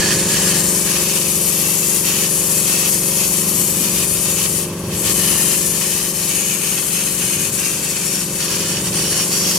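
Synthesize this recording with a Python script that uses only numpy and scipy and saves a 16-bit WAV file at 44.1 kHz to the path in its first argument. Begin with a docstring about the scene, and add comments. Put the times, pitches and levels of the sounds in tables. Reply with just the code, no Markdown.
"""A hopper gun sprays texture paint onto a board in a walled yard, a few metres from the microphone.
From the start its turbulent air jet hisses, half hidden behind the painter, and thick paint splutters
through in slugs, while a piston compressor drones close by. Midway the trigger is eased once and pulled
again. The spray carries on to the end, and a low rumble, probably traffic, keeps swelling beyond the wall."""
import sys
import numpy as np
from scipy import signal
from scipy.fft import rfft, irfft, next_fast_len
from scipy.io import wavfile
from scipy.ndimage import map_coordinates

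SR = 44100
rng = np.random.default_rng(int(sys.argv[2]) if len(sys.argv) > 2 else 0)


def materialize(psi):
    """Save the field psi as 16-bit PCM at rate SR to the path in sys.argv[1].

    A 1-D psi becomes a single channel; in a 2-D psi each row is a channel.
    """
    bounded = np.clip(np.atleast_2d(psi).T, -1, 1)
    quanta = np.round(bounded * 32767).astype(np.int16)
    wavfile.write(sys.argv[1], SR, quanta)


N = 422462
TIME = np.arange(N) / SR
STEPS, SLOW_STEPS = TIME[::64], TIME[::256]  # coarse clocks for slow controls
EARS = np.array([[1], [-1]])  # left, right


def air_jet(flutter_db=0.94, grain_db=1.18, body_hz=5300, body_width_hz=1800, lag_ms=0.049, air_db=3):
    """Turbulence radiates hiss; the painter's acoustic shadow dims and delays its treble on the right."""
    # How the gun is held. Each row: time in seconds, then weights of brightness, leftward bias and body.
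    aim = [(0, -4, -1.5, -2.5), (.55, 0, 6.5, 2.5), (1.4, 1.5, 8, 1), (3.2, 1.5, 7, 2), (5.3, 1.3, 9, -3.5),
           (6.0, 1, 9, 4), (6.8, 0.5, 9, -7), (8.2, -0.5, 7.5, 2), (8.8, -2, 2.5, -9),
           (9.55, 1.5, 2.5, 10.5)]
    # Spectrum of the jet. Each row: frequency in Hz, relative level in dB.
    jet_spectrum = [(800, -47.5), (2000, -16.5), (3400, -16.5), (4000, -14), (4500, -10.5), (5600, -9),
                    (6700, -2.5), (7800, -3), (9200, -2.5), (11000, -2.5), (12200, -7), (13600, -8),
                    (14600, -15), (15800, -28)]

    def path(hz, s):
        bright, bias, body = curves(aim, s)
        tilt_db = bright * slope([(4000, -2.0), (8500, -0.029), (13000, 1.24)], hz)
        body_db = 0.87 * body * bell(hz, body_hz, body_width_hz)
        db = slope(jet_spectrum, hz) + tilt_db + body_db + rings(hz, s) + swirl(hz, s)
        shade = slope([(3000, -0.11), (5200, -0.079), (7500, 1.24), (10000, 1.36), (13000, 1.66)], hz)
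        sides = undb(EARS[:, :, None] * shade * bias / 2)
        delay = np.exp(1j * np.pi * EARS[:, :, None] * hz * np.clip(shade, 0, 1) * lag_ms / 1000)
        return undb(db) * sides / np.sqrt(np.mean(sides ** 2, axis=0)) * delay
    hiss = unit(sweep(stereo_noise([(2000, 1.0), (5000, 0.81), (7000, 0.098)]), path))
    return hiss * undb(air_flow() + air_db + flutter_db * walk(45) + grain_db * walk(900))


def air_flow(ease_s=4.605, pull_s=4.905, close_s=0.11, open_s=0.07, leak_db=-16.5):
    """Throttling: the air's level in dB falls to a leak as the trigger is eased and recovers on the pull."""
    # The jet at full trigger. Each row: time in seconds, relative level in dB.
    full_air = [(0, -19.5), (.7, -19.5), (1.1, -20), (1.7, -19), (2.2, -20), (2.6, -19), (3.95, -20.5),
                (4.55, -21), (5.1, -18), (5.63, -18.5), (5.69, -20.5), (6.55, -22.5), (6.8, -20.5),
                (7.6, -22), (8.25, -24.5), (8.58, -23.5), (8.78, -24), (9.2, -22), (9.58, -22.5)]
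    eased = np.clip((TIME - ease_s) / close_s, 0, 1) * np.exp(-np.maximum(TIME - pull_s, 0) / open_s)
    return curves(full_air)[0] + leak_db * eased


def swirl(hz, s):
    """Treble resonances of the jet wander as it plays over the board; their boost is in dB."""
    # Each entry: resting frequency of a resonance in Hz.
    resting_hz = [7200, 9000, 11000, 13200]
    return sum((2.5 + 1.7 * walk(6, s)) * bell(hz, centre_hz * (1 + .045 * walk(3, s)), width_hz=550)
               for centre_hz in resting_hz)


def paint(splutter_db=1.03, drop_db=1.73, low_width_hz=290, middle_width_hz=620, middle_db=5, paint_db=3.5):
    """Atomisation: slugs burst into drops, whose crackle resonates in the gap between gun and board."""
    # Gap resonances. Each row: time in seconds, low and middle frequency in Hz, boost of the low one in dB.
    gap = [(0, 1700, 2660, 21.5), (.9, 1660, 2750, 11), (1.4, 1700, 2730, -2), (2.1, 1760, 2720, 5.5),
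           (4.4, 1760, 2700, 1), (5.3, 1800, 2730, 5), (6.6, 1610, 2620, 9), (8, 1580, 2630, 9.5),
           (8.8, 1640, 2830, 12.5), (9.58, 1640, 2790, 6)]
    # Spectrum of the crackle. Each row: frequency in Hz, relative level in dB.
    paint_spectrum = [(400, -37), (800, -5), (1100, -8), (1400, -8.5), (2100, -7), (3000, 0), (3350, -4),
                      (3950, -2), (4600, -1), (6500, 2), (10000, -22), (15000, -14)]

    def path(hz, s):
        low_hz, middle_hz, low_db = curves(gap, s)
        gap_db = low_db * bell(hz, low_hz, low_width_hz) + middle_db * bell(hz, middle_hz, middle_width_hz)
        pan_db = slope([(1300, 0.0), (2600, -5.5), (3400, -4.5), (4500, 2.5)], hz)
        return undb(slope(paint_spectrum, hz) + gap_db + rings(hz, s) + EARS[:, :, None] * pan_db / 2)
    noise = stereo_noise([(1200, 0.93), (2800, 0.68), (3500, 0.12), (7000, 0.23)])
    crackle = noise * undb(drop_db * walk(1400) + splutter_db * walk(60))
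    return unit(sweep(crackle, path)) * undb(paint_flow() + paint_db)


def paint_flow(feed_db=-31.5, db_per_air_db=0.43, lumpy_db=0.5):
    """Entrainment: the air draws a thin, lumpy feed of paint with slugs on top; its level is in dB."""
    air = air_flow()
    lumps = np.interp(TIME, STEPS, slug_flow(STEPS) + lumpy_db * walk(22, STEPS))
    return feed_db + db_per_air_db * (air - air.mean()) + lumps


def slug_flow(at, edge_s=0.033):
    """Slug flow: each lump passing the nozzle lifts the paint's level in dB, holds it and lets it fall."""
    # Each row: start in seconds, end in seconds, level over the steady feed in dB.
    slugs = [(0, 0.148, 7), (0.298, 0.62, 5), (0.864, 1.193, 5.5), (1.204, 1.3, 2.5), (1.49, 1.78, 3),
             (1.843, 2.01, 1.5), (2.04, 2.275, 6.5), (2.655, 2.894, 5), (3.185, 3.266, 5.5),
             (3.33, 3.377, 3), (3.832, 4.05, 5), (4.185, 4.22, 1), (4.246, 4.315, 5.5), (4.37, 4.47, 6),
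             (4.907, 4.948, 7), (5.047, 5.124, 9.5), (5.176, 5.57, 5), (5.73, 6.06, 3.5), (6.174, 6.794, 3),
             (6.922, 7.09, 2.5), (7.186, 7.493, 2.5), (7.6, 7.753, 2.5), (7.84, 8.227, 2.5),
             (8.39, 8.802, 4.5), (8.856, 8.894, 5.5), (8.935, 9.256, 5.5), (9.31, 9.594, 6.5)]
    return sum(db * np.clip(np.minimum(at - start, end - at) / edge_s + .5, 0, 1) for start, end, db in slugs)


def rings(hz, s, width_hz=240, fade_s=0.02, full_slug_db=5.0):
    """Narrow resonances, driven by the slugs, come and go as the nozzle turns; their boost is in dB."""
    # Each row: start and end in seconds, first and last frequency in Hz, full boost in dB.
    resonances = [(0, .15, 4650, 4750, 6), (0, .5, 8050, 10800, 3), (.3, .6, 4700, 4750, 3),
                  (2.05, 2.9, 2800, 2750, 1.5), (6.3, 7.897, 2780, 2700, 9.5), (6.3, 8.2, 2320, 2340, 6),
                  (6.3, 7.8, 9200, 9150, 10.5), (6.3, 7.8, 6600, 6350, 11), (8.05, 8.21, 5600, 5570, 13),
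                  (8.4, 9.58, 4640, 4590, 7), (8.4, 9.58, 5700, 5480, 7), (8.93, 9.28, 9300, 9600, 10),
                  (9.33, 9.58, 5950, 6000, 5.5)]
    drive = np.clip(slug_flow(s) / full_slug_db, 0, 1)
    boost_db = 0
    for start, end, first_hz, last_hz, db in resonances:
        fade = np.clip(np.minimum(s - start, end - s) / fade_s + 1, 0, 1)
        centre_hz = np.interp(s, [start, end], [first_hz, last_hz])
        boost_db = boost_db + db * fade * bell(hz, centre_hz, width_hz)
    return drive * boost_db


def choking(half_width_s=0.015):
    """Obstruction: thick paint plugs the nozzle for a moment, and the gain of the whole spray dips."""
    # Each row: time in seconds, depth in dB (a negative depth is a brief lift).
    chokes = [(1.32, -1.5), (2.03, 2), (2.29, 1.5), (3.01, 3), (4.06, 1), (5.14, 1), (6.13, 4.5),
              (6.57, 2.5), (7.51, 4), (8.28, 3.5), (8.83, 2), (8.91, 2), (9.29, 2)]
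    dip_db = sum(db * np.exp(-((STEPS - s) / half_width_s) ** 2) for s, db in chokes)
    return np.interp(TIME, STEPS, undb(-dip_db))


def reflections(spray):
    """Comb filtering: echoes off board, hopper and wall interfere with the spray, sliding as the hand moves."""
    # Each row: mean delay in milliseconds, level against the direct sound in dB.
    reflectors = [(.9, -13), (1.6, -12), (2.7, -12), (4.3, -13), (7.3, -14)]
    out, samples = spray, np.arange(N)
    for ms, db in reflectors:
        sway = np.interp(TIME, SLOW_STEPS, walk(3.5, SLOW_STEPS))
        delays = ms * (1 + .03 * sway + .004 * EARS) * SR / 1000
        echo = np.array([np.interp(samples - d, samples, channel) for d, channel in zip(delays, spray)])
        out = out + undb(db) * echo
    return out / np.sqrt(1 + sum(undb(db) ** 2 for _, db in reflectors))


def compressor(crank_hz=23.352, wander=.0005, waver_db=1.3, uneven_db=1.0, knock_share=0.93,
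               valve_db=-17, fan_db=-8):
    """Periodic excitation: each crank turn repeats knocks, tank drone and clatter, over the cooling air."""
    # Swell of the machine. Each row: time in seconds, level in dB.
    drone = [(0, -22), (.4, -22.5), (1.3, -26.5), (3.4, -26.5), (4.6, -27), (5.4, -24.5), (5.9, -29),
             (7.2, -30), (8.2, -30), (8.6, -27), (9.58, -25.5)]
    # Harmonics of one turn. Each row: multiple of the crank frequency, relative level in dB.
    stroke = [(2, -20.5), (3, -17), (4, -15), (5, -11), (6, -6), (7, 0.5), (8, 0.5), (9, -3.5), (10, -28),
              (11, -13.5), (12, -16), (13, -6.5), (14, -24.5), (15, -2.5), (16, -9.5), (17, -5),
              (18, -15.5), (19, -9), (20, -18), (21, -11.5), (22, -27.5), (23, -7), (24, -14), (26, -12.5),
              (28, -17.5)]
    turns = np.cumsum(crank_hz * (1 + wander * walk(1.985))) / SR
    multiples, db = np.transpose(stroke)
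    # the upper harmonics knock roughly together; the tank holds the low ones back and spreads them out
    late_turns = np.interp(multiples, [6, 9, 10, 19, 21], [.98, .1, 0, 0, .1])
    scatter = np.interp(multiples, [2, 6, 9, 13, 19, 30], [1.5, .1, .1, .3, .35, 1.5])
    phases = 2 * np.pi * np.cumsum(late_turns) + scatter * rng.standard_normal(len(db))
    shares = undb(db) / np.sqrt(np.sum(undb(db) ** 2) / 2)
    level_db = curves(drone)[0]
    # the knocks swell less than the drone, and no two are equally hard
    knock_db = level_db.mean() + knock_share * (level_db - level_db.mean()) + uneven_db * walk(45)
    tank_gain, knock_gain = undb(level_db), undb(knock_db)
    hum = 0
    for k, share, phase in zip(multiples, shares, phases):
        waver = np.interp(TIME, SLOW_STEPS, undb(waver_db * walk(9, SLOW_STEPS)))
        gain = tank_gain if k <= 10 else knock_gain
        hum = hum + share * waver * gain * np.cos(2 * np.pi * k * turns - phase)
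    return hum + (undb(valve_db) * valves(turns) + undb(fan_db) * fan()) * tank_gain


def valves(turns):
    """The valves clatter alike on every turn, and this repetition gives a line spectrum."""
    # Each row: frequency in Hz, relative level in dB.
    valve_spectrum = [(550, -54), (760, 2), (950, 3.5), (1120, 2), (1300, -18), (1600, 2), (3000, -88),
                      (8000, -45)]
    one_turn = irfft(np.exp(2j * np.pi * rng.random(size=1025)))
    clatter = np.interp(turns, np.arange(len(one_turn)) / len(one_turn), one_turn, period=1)
    return unit(colour(clatter, valve_spectrum))


def fan():
    """Turbulent cooling air makes a low rush, most coherent between the channels at long wavelengths."""
    # Each row: frequency in Hz, relative level in dB.
    fan_spectrum = [(25, -42), (40, -27), (52, 0.5), (80, -4), (108, -3), (130, -5), (185, 1.5), (260, -5),
                    (380, -4), (550, -6.5), (730, -14), (1100, -6), (1500, -17.5), (3000, -19),
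                    (12000, -48)]
    draught = stereo_noise([(120, .998), (250, .99), (600, .93), (1400, .85), (4000, .3)])
    return unit(colour(draught, fan_spectrum))


def rumble():
    """Diffraction carries low sound over the wall: dull swells, each in a band around its own pitch."""
    # What gets over the wall. Each row: frequency in Hz, relative level in dB.
    wall_spectrum = [(25, -40), (60, -10), (400, 10), (700, -9), (2000, -30)]
    # Each row: peak time in seconds, half length in seconds, level in dB, band centre in Hz.
    swells = [(.1, 0.37, -32, 130), (3.7, 0.22, -33, 180), (4.2, .4, -35.5, 79.4), (4.994, 0.21, -30, 89),
              (5.3, .4, -39, 170), (5.85, 0.17, -40, 100), (7.452, 0.16, -35, 100), (7.6, 1.3, -35.5, 150),
              (8.85, 0.29, -33, 115)]
    size = next_fast_len(N)
    hz = np.fft.rfftfreq(size, 1 / SR)
    spectrum = rfft(rng.standard_normal(size)) * undb(slope(wall_spectrum, hz))
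    out = 0
    for peak_s, half_s, db, centre_hz in swells:
        band = irfft(spectrum * bell(hz, centre_hz, width_hz=centre_hz), size)
        roar = np.roll(band, rng.integers(size))[:N]
        envelope = np.interp(TIME, STEPS, np.exp(-((STEPS - peak_s) / half_s) ** 2 / 2))
        out = out + unit(roar) * undb(db) * envelope
    return out


def undb(db):
    """Decibels to amplitude gain."""
    return 10 ** (np.asarray(db) / 20)


def unit(x):
    """Normalisation to an rms of 1."""
    return x / np.sqrt(np.mean(x ** 2))


def curves(table, at=TIME):
    """Linear interpolation in time of a table's columns."""
    s, *columns = np.transpose(table)
    return [np.interp(at, s, c) for c in columns]


def slope(points, hz):
    """Interpolation of (Hz, value) points along a logarithmic frequency axis."""
    f, values = np.transpose(points)
    return np.interp(np.log(np.maximum(hz, 1)), np.log(f), values)


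def colour(x, points):
    """Linear filtering by a spectrum of (Hz, dB) points."""
    size = next_fast_len(N)
    return irfft(rfft(x, size) * undb(slope(points, np.fft.rfftfreq(size, 1 / SR))), size)[..., :N]


def walk(rate, at=TIME):
    """Smooth random modulation, of spread near 1, that changes rate times a second."""
    knots = rng.standard_normal(2 ** 14)
    return map_coordinates(knots, [at * rate], order=2, mode="wrap")


def stereo_noise(coherence):
    """Partly coherent white noise in two channels, set by (Hz, correlation) points."""
    size = next_fast_len(N)
    mid, side = rfft(rng.standard_normal((2, size)))
    alike = np.clip(slope(coherence, np.fft.rfftfreq(size, 1 / SR)), 0, 1)
    return irfft(mid * np.sqrt(1 + alike) + EARS * side * np.sqrt(1 - alike), size)[:, :N]


def sweep(x, gain, size=1024):
    """Time-varying filtering: gain(Hz column, seconds row) is applied frame by frame."""
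    hz, s, frames = signal.stft(x, SR, nperseg=size)
    return signal.istft(frames * gain(hz[:, None], s), SR, nperseg=size)[1][..., :N]


def bell(hz, centre_hz, width_hz):
    """Resonance curve, 1 at its centre."""
    return 1 / (1 + (2 * (hz - centre_hz) / width_hz) ** 2)


def scene():
    """Superposition of the spray with its echoes, the compressor and the distant rumble."""
    spray = (air_jet() + paint()) * choking()
    return reflections(spray) + compressor() + rumble()


def record(dry, top_hz=15800):
    """Band limiting: a steep low-pass filter cuts the highest treble."""
    return signal.sosfilt(signal.ellip(10, .2, 70, top_hz, fs=SR, output="sos"), dry)


dry = scene()
out = record(dry)
materialize(out)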